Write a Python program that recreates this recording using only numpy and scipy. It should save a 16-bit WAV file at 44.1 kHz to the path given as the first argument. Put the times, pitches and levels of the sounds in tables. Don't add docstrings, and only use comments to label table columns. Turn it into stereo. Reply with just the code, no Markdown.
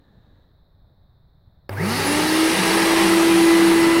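import sys
import numpy as np
from scipy import signal
from scipy.fft import rfft, irfft
from scipy.io import wavfile
from scipy.ndimage import uniform_filter1d

SR = 44100
rng = np.random.default_rng(int(sys.argv[2]) if len(sys.argv) > 2 else 0)


def inscribe(sig):
    pcm = np.round(np.clip(np.atleast_2d(sig).T, -1, 1) * 32767)
    wavfile.write(sys.argv[1], SR, pcm.astype(np.int16))


N = 176400
T = np.arange(N) / SR
HZ = np.fft.rfftfreq(N, 1 / SR)

# (frequency [Hz], left minus right [dB])
TILT = [(100, -2.5), (330, 0), (500, 4), (1000, 1.5), (1600, 2), (2400, -4), (3300, 0), (4000, 1),
        (5000, -9), (5600, -4), (6700, -1.5), (7700, 13), (9600, 24), (11500, 18), (13500, 13), (15500, 10)]
ROOM_TILT = [(40, -5), (120, -19), (200, -10), (300, -1), (550, 8), (1700, 6), (2700, -4), (3900, 12.5),
             (5500, 0), (10000, 2), (11500, 5), (15500, 5)]
# (frequency [Hz], correlation [-1..1])
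LIKENESS = [(30, 0.21), (100, 1), (350, 0.63), (600, 0.69), (1000, 0.47), (1500, .05), (2200, 0.03),
            (4000, -0.15), (7000, -0.02), (16000, 0)]

# (frequency [Hz], density [dB per Hz])
ROOM_SPECTRUM = [(25, -3.5), (55, -1), (100, -2.5), (150, -6.5), (250, -20.5), (450, -25.5), (580, -22.5),
                 (1000, -28.5), (1800, -34), (2300, -44), (2900, -54), (3300, -41), (3700, -27),
                 (4100, -28.5), (4600, -41), (6200, -61), (10300, -59), (11600, -51), (12700, -51),
                 (15500, -45)]
ROOM_DB = -53.5
# (frequency [Hz], density [dB per Hz])
RUSTLE_SPECTRUM = [(80, 5.5), (200, 5), (500, -2.5), (900, -8), (1400, -14), (1750, -4), (2200, -24),
                   (3000, -24), (3900, -8.5), (4800, -30), (15000, -47)]
# (time [s], level [dB])
RUSTLE_LEVEL = [(0, -58.5), (.17, -58.5), (.42, -59.5), (.6, -71), (1.0, -90)]
# (centre time [s], peak level [dB], frequency [Hz], 1/e half-length [s])
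BUMPS = [(.13, -52, 110, .015), (.185, -50, 130, .015), (.853, -66, 800, .01), (.91, -63, 430, .025),
         (1.485, -45, 100, .013)]

# (time [s], level [dB])
SNAPS = [(1.6918, -43), (1.6941, -28.5)]
# (frequency [Hz], level re snap [dB], t60 [s])
LID_MODES = [(384, -10, 0.22), (557, 2, .055), (800, -8, 0.036), (1170, -10, .05), (1600, -0.5, 0.027),
             (2130, -10, 0.047), (3660, -21, .03), (4500, -10.5, 0.016)]
# (frequency [Hz], density [dB per Hz])
CRACK_SPECTRUM = [(300, 8), (2000, 6), (3000, -13), (5000, -3), (7000, -27), (9500, -20), (12000, -5),
                  (15500, -9)]
CRACK_RE_SNAP_DB, CRACK_T60_S = 3, 0.028

HUM_HZ, HUM_RISE_S = 100, 0.023
INRUSH_HUM_DB, STEADY_HUM_DB = -30, -49
INRUSH_HOLD_S, INRUSH_FADE_S = 0.15, 0.26
# (frequency [Hz], density [dB per Hz])
BRUSH_SPECTRUM = [(100, -2), (400, -1), (900, 0.5), (1300, -8), (2100, -9), (3000, -15), (5000, -25),
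                  (7000, -34), (8500, -22), (11000, -25), (15000, -24)]
BRUSH_DB, BRUSH_PULSE_DEPTH = -38, 0.21
# (time [s], level before the hum rise [dB], 1/e half-length [s])
SPARKS = [(1.709, -37, .004), (1.732, -36.5, 0.0098)]

ON_S, TOP_HZ = 1.7, 333.5
QUICK_S, SLOW_S, SLOW_SHARE = 0.12, 0.28, 0.47
# (time [s], left level [dB], right level [dB])
SHAFT_LEVEL = [(1.7, -60, -60), (1.77, -38, -44), (1.805, -24.5, -26), (1.86, -20.5, -24.5),
               (1.93, -33, -25), (2.035, -46, -32), (2.08, -25.5, -23), (2.19, -27, -21.5),
               (2.27, -25.5, -20.5), (2.35, -21.5, -18.5), (2.46, -18.5, -15.5), (2.575, -41, -25),
               (2.64, -24.5, -27.5), (2.75, -20.5, -21.5), (3.0, -18, -18), (3.5, -13.5, -12.5),
               (3.75, -15.5, -14), (4.0, -18, -15)]
SHAFT_LAG_RAD = 0.15
WOBBLE_SHARE = 0.00046
BLADES = 6
# (time [s], level [dB])
WHINE_LEVEL = [(1.7, -70), (1.9, -32.5), (2.05, -42), (2.1, -33), (2.2, -35), (2.3, -36), (2.85, -46),
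               (3.1, -33), (3.38, -36), (3.52, -25.5), (3.7, -33.5), (3.85, -27.5), (4.0, -28)]
# (multiple of shaft speed, level at full speed [dB])
OVERTONES = [(2, -40.5), (3, -36.5), (4, -40), (5, -40), (7, -46), (11, -47), (12, -54), (24, -49),
             (26, -51), (29, -67), (32, -65)]
OVERTONE_FADE_DB = 3
# (multiple of shaft speed, centre [Hz], width [Hz], peak level [dB], phase smear [rad rms])
HOUSING_MODES = [(2, 375, 24, -28.5, .3), (2, 593, 58, -37.5, 0.6), (13, 1860, 720, -32, 0.59),
                 (13, 2900, 300, -38.5, 1.3), (24, 4600, 780, -46, 3.2), (36, 9000, 770, -43, 3.15),
                 (48, 10000, 1500, -41, 1.6), (36, 10260, 230, -26.5, .5), (35, 10290, 130, -26.5, .5),
                 (36, 10770, 120, -34, .7), (34, 11000, 100, -43, 0.59), (32, 10250, 130, -46, .7),
                 (31, 10230, 80, -44, 0.76)]
SMEAR_HZ, OVERTONE_SMEAR_RAD, WHINE_SMEAR_RAD = 70, 0.3, 0.15

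# (frequency [Hz], density [dB per Hz])
AIR_SPECTRUM = [(240, -17), (400, -2), (470, -5), (600, -9), (700, -13), (790, -9), (880, -5.5), (1050, -6),
                (1300, -6), (1470, -9), (1700, -4), (2000, -4), (2400, -7), (2850, -10), (3150, -10.5),
                (3950, -10.5), (4800, -11), (5500, -14), (7000, -20), (8100, -18.5), (9400, -13),
                (10200, -18), (11000, -19), (12200, -21.5), (13700, -27), (15700, -29)]
AIR_DB = -19.5
# (time [s], below the treble [dB], left treble [dB], right treble [dB])
AIR_LEVEL = [(1.7, -18, -1, -1), (1.8, -0.5, 0, -2), (1.92, 0, 2.5, 4.5), (2.1, 0, 0.5, 2.5),
             (2.3, -1, 0, 1.5), (2.65, .5, 0.5, 2), (3.0, 1, 0.5, 0.5), (3.4, -1, -.5, -1.5),
             (3.75, -.5, -1, -2.5), (4.0, -0.5, -3, -3.5)]
TREBLE_FROM_HZ, TREBLE_FULL_HZ = 1500, 4300
# (frequency [Hz], exponent of amplitude)
GROWTH = [(400, 0.52), (1000, 1.54), (2000, 0.84), (3200, 3.07), (5000, 2.04), (9000, 2.75), (15000, 1.2)]
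# (centre [Hz], width [Hz], lift [dB])
DUCTS = [(790, 160, 5.5), (2770, 98, 5.5), (2914, 47, 5.5), (3960, 57, 5), (5510, 88, 4), (10240, 110, 6.5)]
RIPPLE_DB, PATCH_DB, FLUTTER_DB = 2.13, 1.25, 0.38
# (frequency [Hz], density [dB per Hz])
ROAR_SPECTRUM = [(25, -44), (60, -17.5), (120, -8), (165, -4.5), (250, 0.5), (300, 0), (380, 5),
                 (440, -5.5), (600, -8), (1200, -66)]
ROAR_DB, ROAR_POWER = -29, 0.99

# (time [s], level [dB])
BOOM_LEVEL = [(1.75, -60), (1.9, -33.5), (2.22, -34), (2.45, -44), (2.61, -24.5), (2.68, -36),
              (2.81, -28.5), (2.91, -44), (3.02, -25.5), (3.26, -36), (3.38, -27), (3.47, -42.5),
              (3.62, -30), (3.9, -34), (4.0, -42)]
BOOM_TOP_HZ, BOOM_WANDER_HZ, BOOM_POWER = 187.4, 7.4, 0.55

EDGE_HZ = 15850


def amp(db):
    return 10 ** (np.asarray(db) / 20)


def unit(x):
    return x / np.sqrt(np.mean(x ** 2) + 1e-20)


def curve(points, t=T, axis=1):
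    columns = np.transpose(points)
    return np.interp(t, columns[0], columns[axis])


def read(points, hz):
    f, value = np.transpose(points)
    return np.interp(np.log(hz + 1), np.log(f + 1), value)


def drift(rate_hz):
    t = T[::50]
    z = rfft(rng.standard_normal(len(t)))
    z = z / (1 + (HZ[:len(z)] / rate_hz) ** 4)
    return np.interp(T, t, unit(irfft(z, len(t))))


def sides(hz, tilt=TILT):
    ratio = amp(read(tilt, hz))
    return np.array([ratio, np.ones_like(ratio)]) * np.sqrt(2 / (1 + ratio ** 2))


def noise(spectrum):
    a, b = rfft(rng.standard_normal((2, N)))
    same = np.clip(read(LIKENESS, HZ), -1, 1)
    pair = np.array([a, same * a + np.sqrt(1 - same ** 2) * b])
    return unit(irfft(pair * amp(read(spectrum, HZ)), N))


def ported(x, tilt=TILT):
    return irfft(rfft(x) * sides(HZ, tilt), N)


def speed(t):
    age = np.maximum(t - ON_S, 0)
    quick = (1 - SLOW_SHARE) * (1 - np.exp(-age / QUICK_S))
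    return quick + SLOW_SHARE * (1 - np.exp(-age / SLOW_S))


def room():
    out = amp(ROOM_DB) * noise(ROOM_SPECTRUM) + amp(curve(RUSTLE_LEVEL)) * noise(RUSTLE_SPECTRUM)
    for centre_s, db, hz, length_s in BUMPS:
        shape = np.exp(-((T - centre_s) / length_s) ** 2)
        thud = noise([(hz / 4, -15), (hz, 0), (hz * 1.46, -6), (hz * 4, -45), (hz * 16, -80)])
        out += amp(db) * shape * thud
    return ported(out, ROOM_TILT)


def switch():
    out = np.zeros((2, N))
    for start_s, snap_db in SNAPS:
        age = np.maximum(T - start_s, 0)
        ring = sum(amp(db - 60 * age / t60) * np.sin(2 * np.pi * hz * age) for hz, db, t60 in LID_MODES)
        crack = amp(CRACK_RE_SNAP_DB - 60 * age / CRACK_T60_S) * ported(noise(CRACK_SPECTRUM))
        out += amp(snap_db) * (ring + crack) * (T > start_s)
    return out


def current():
    age = np.maximum(T - SNAPS[-1][0], 0)
    inrush = np.exp(-np.maximum(age - INRUSH_HOLD_S, 0) / INRUSH_FADE_S)
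    wave = np.sin(2 * np.pi * HUM_HZ * age)
    hum = np.sqrt(2) * np.maximum(amp(INRUSH_HUM_DB) * inrush, amp(STEADY_HUM_DB)) * wave
    sparks = sum(amp(db) * np.exp(-((T - t_s) / length_s) ** 2) for t_s, db, length_s in SPARKS)
    brushing = amp(BRUSH_DB) * inrush * (1 + BRUSH_PULSE_DEPTH * wave)
    fizz = (brushing + sparks) * ported(noise(BRUSH_SPECTRUM))
    return (hum + fizz) * np.minimum(age / HUM_RISE_S, 1)


def motor():
    pace = speed(T)
    hz = TOP_HZ * pace * (1 + WOBBLE_SHARE * drift(9.6))
    angle = 2 * np.pi * np.cumsum(hz) / SR

    def tone(k, smear=0):
        if k == 1:
            shift = SHAFT_LAG_RAD * (1 + 0.5 * drift(1.4))
        else:
            spread = np.pi * (1 - read(LIKENESS, k * TOP_HZ)) / 2
            shift = (2 * rng.random() - 1) * spread
        phase = np.array([k * angle, k * angle + shift]) + smear
        return np.sqrt(2) * sides(k * hz) * np.sin(phase)

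    shaft = amp([curve(SHAFT_LEVEL), curve(SHAFT_LEVEL, axis=2)]) * tone(1)
    whine = amp(curve(WHINE_LEVEL)) * tone(BLADES, WHINE_SMEAR_RAD * drift(SMEAR_HZ))
    out = shaft + whine
    for k, db in OVERTONES:
        wander = np.array([drift(1.9), drift(5.4)]) + drift(4.5)
        fade = amp(OVERTONE_FADE_DB * wander / np.sqrt(2))
        out += amp(db) * pace * unit(fade) * tone(k, OVERTONE_SMEAR_RAD * drift(SMEAR_HZ))
    for k, centre_hz, width_hz, db, smear_rad in HOUSING_MODES:
        swell = 1 / (1 + (2 * (k * hz - centre_hz) / width_hz) ** 2)
        flicker = 1 + 0.31 * drift(SMEAR_HZ)
        out += amp(db) * swell * flicker * tone(k, smear_rad * drift(SMEAR_HZ))
    return out * (T > ON_S)


def air():
    hz, t, z = signal.stft(ported(noise(AIR_SPECTRUM)), SR, nperseg=1024, noverlap=768)

    def patches(bins, frames):
        grain = uniform_filter1d(rng.standard_normal(z.shape), bins, 1)
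        return unit(uniform_filter1d(grain, frames, 2))

    db = RIPPLE_DB * patches(2, 90) + PATCH_DB * patches(6, 7)
    db += FLUTTER_DB * rng.standard_normal(len(t))
    db += sum(lift / (1 + (2 * (hz - f) / width) ** 2) for f, width, lift in DUCTS)[:, None]
    high = np.interp(hz, [TREBLE_FROM_HZ, TREBLE_FULL_HZ], [0, 1])[:, None]
    treble = np.array([curve(AIR_LEVEL, t, axis=2), curve(AIR_LEVEL, t, axis=3)])[:, None]
    db += (1 - high) * curve(AIR_LEVEL, t) + high * treble
    z = z * amp(db) * speed(t) ** read(GROWTH, hz)[:, None]
    rush = amp(AIR_DB) * signal.istft(z, SR, nperseg=1024, noverlap=768)[1][:, :N]
    roar = amp(ROAR_DB) * noise(ROAR_SPECTRUM) * speed(T) ** ROAR_POWER
    return (rush + roar) * (T > ON_S)


def drum():
    hz = BOOM_TOP_HZ * speed(T) ** BOOM_POWER + BOOM_WANDER_HZ * drift(26.4)
    angle = 2 * np.pi * np.cumsum(hz) / SR
    unsteady = unit(1 + 0.19 * drift(15))
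    return np.sqrt(2) * amp(curve(BOOM_LEVEL)) * unsteady * np.sin(angle) * (T > ON_S)


def scene():
    return room() + switch() + current() + motor() + air() + drum()


def record(dry):
    lowpass = signal.firwin(511, EDGE_HZ, window=("kaiser", 9), fs=SR)
    return signal.oaconvolve(dry, lowpass[None], "same")


dry = scene()
out = record(dry)
inscribe(out)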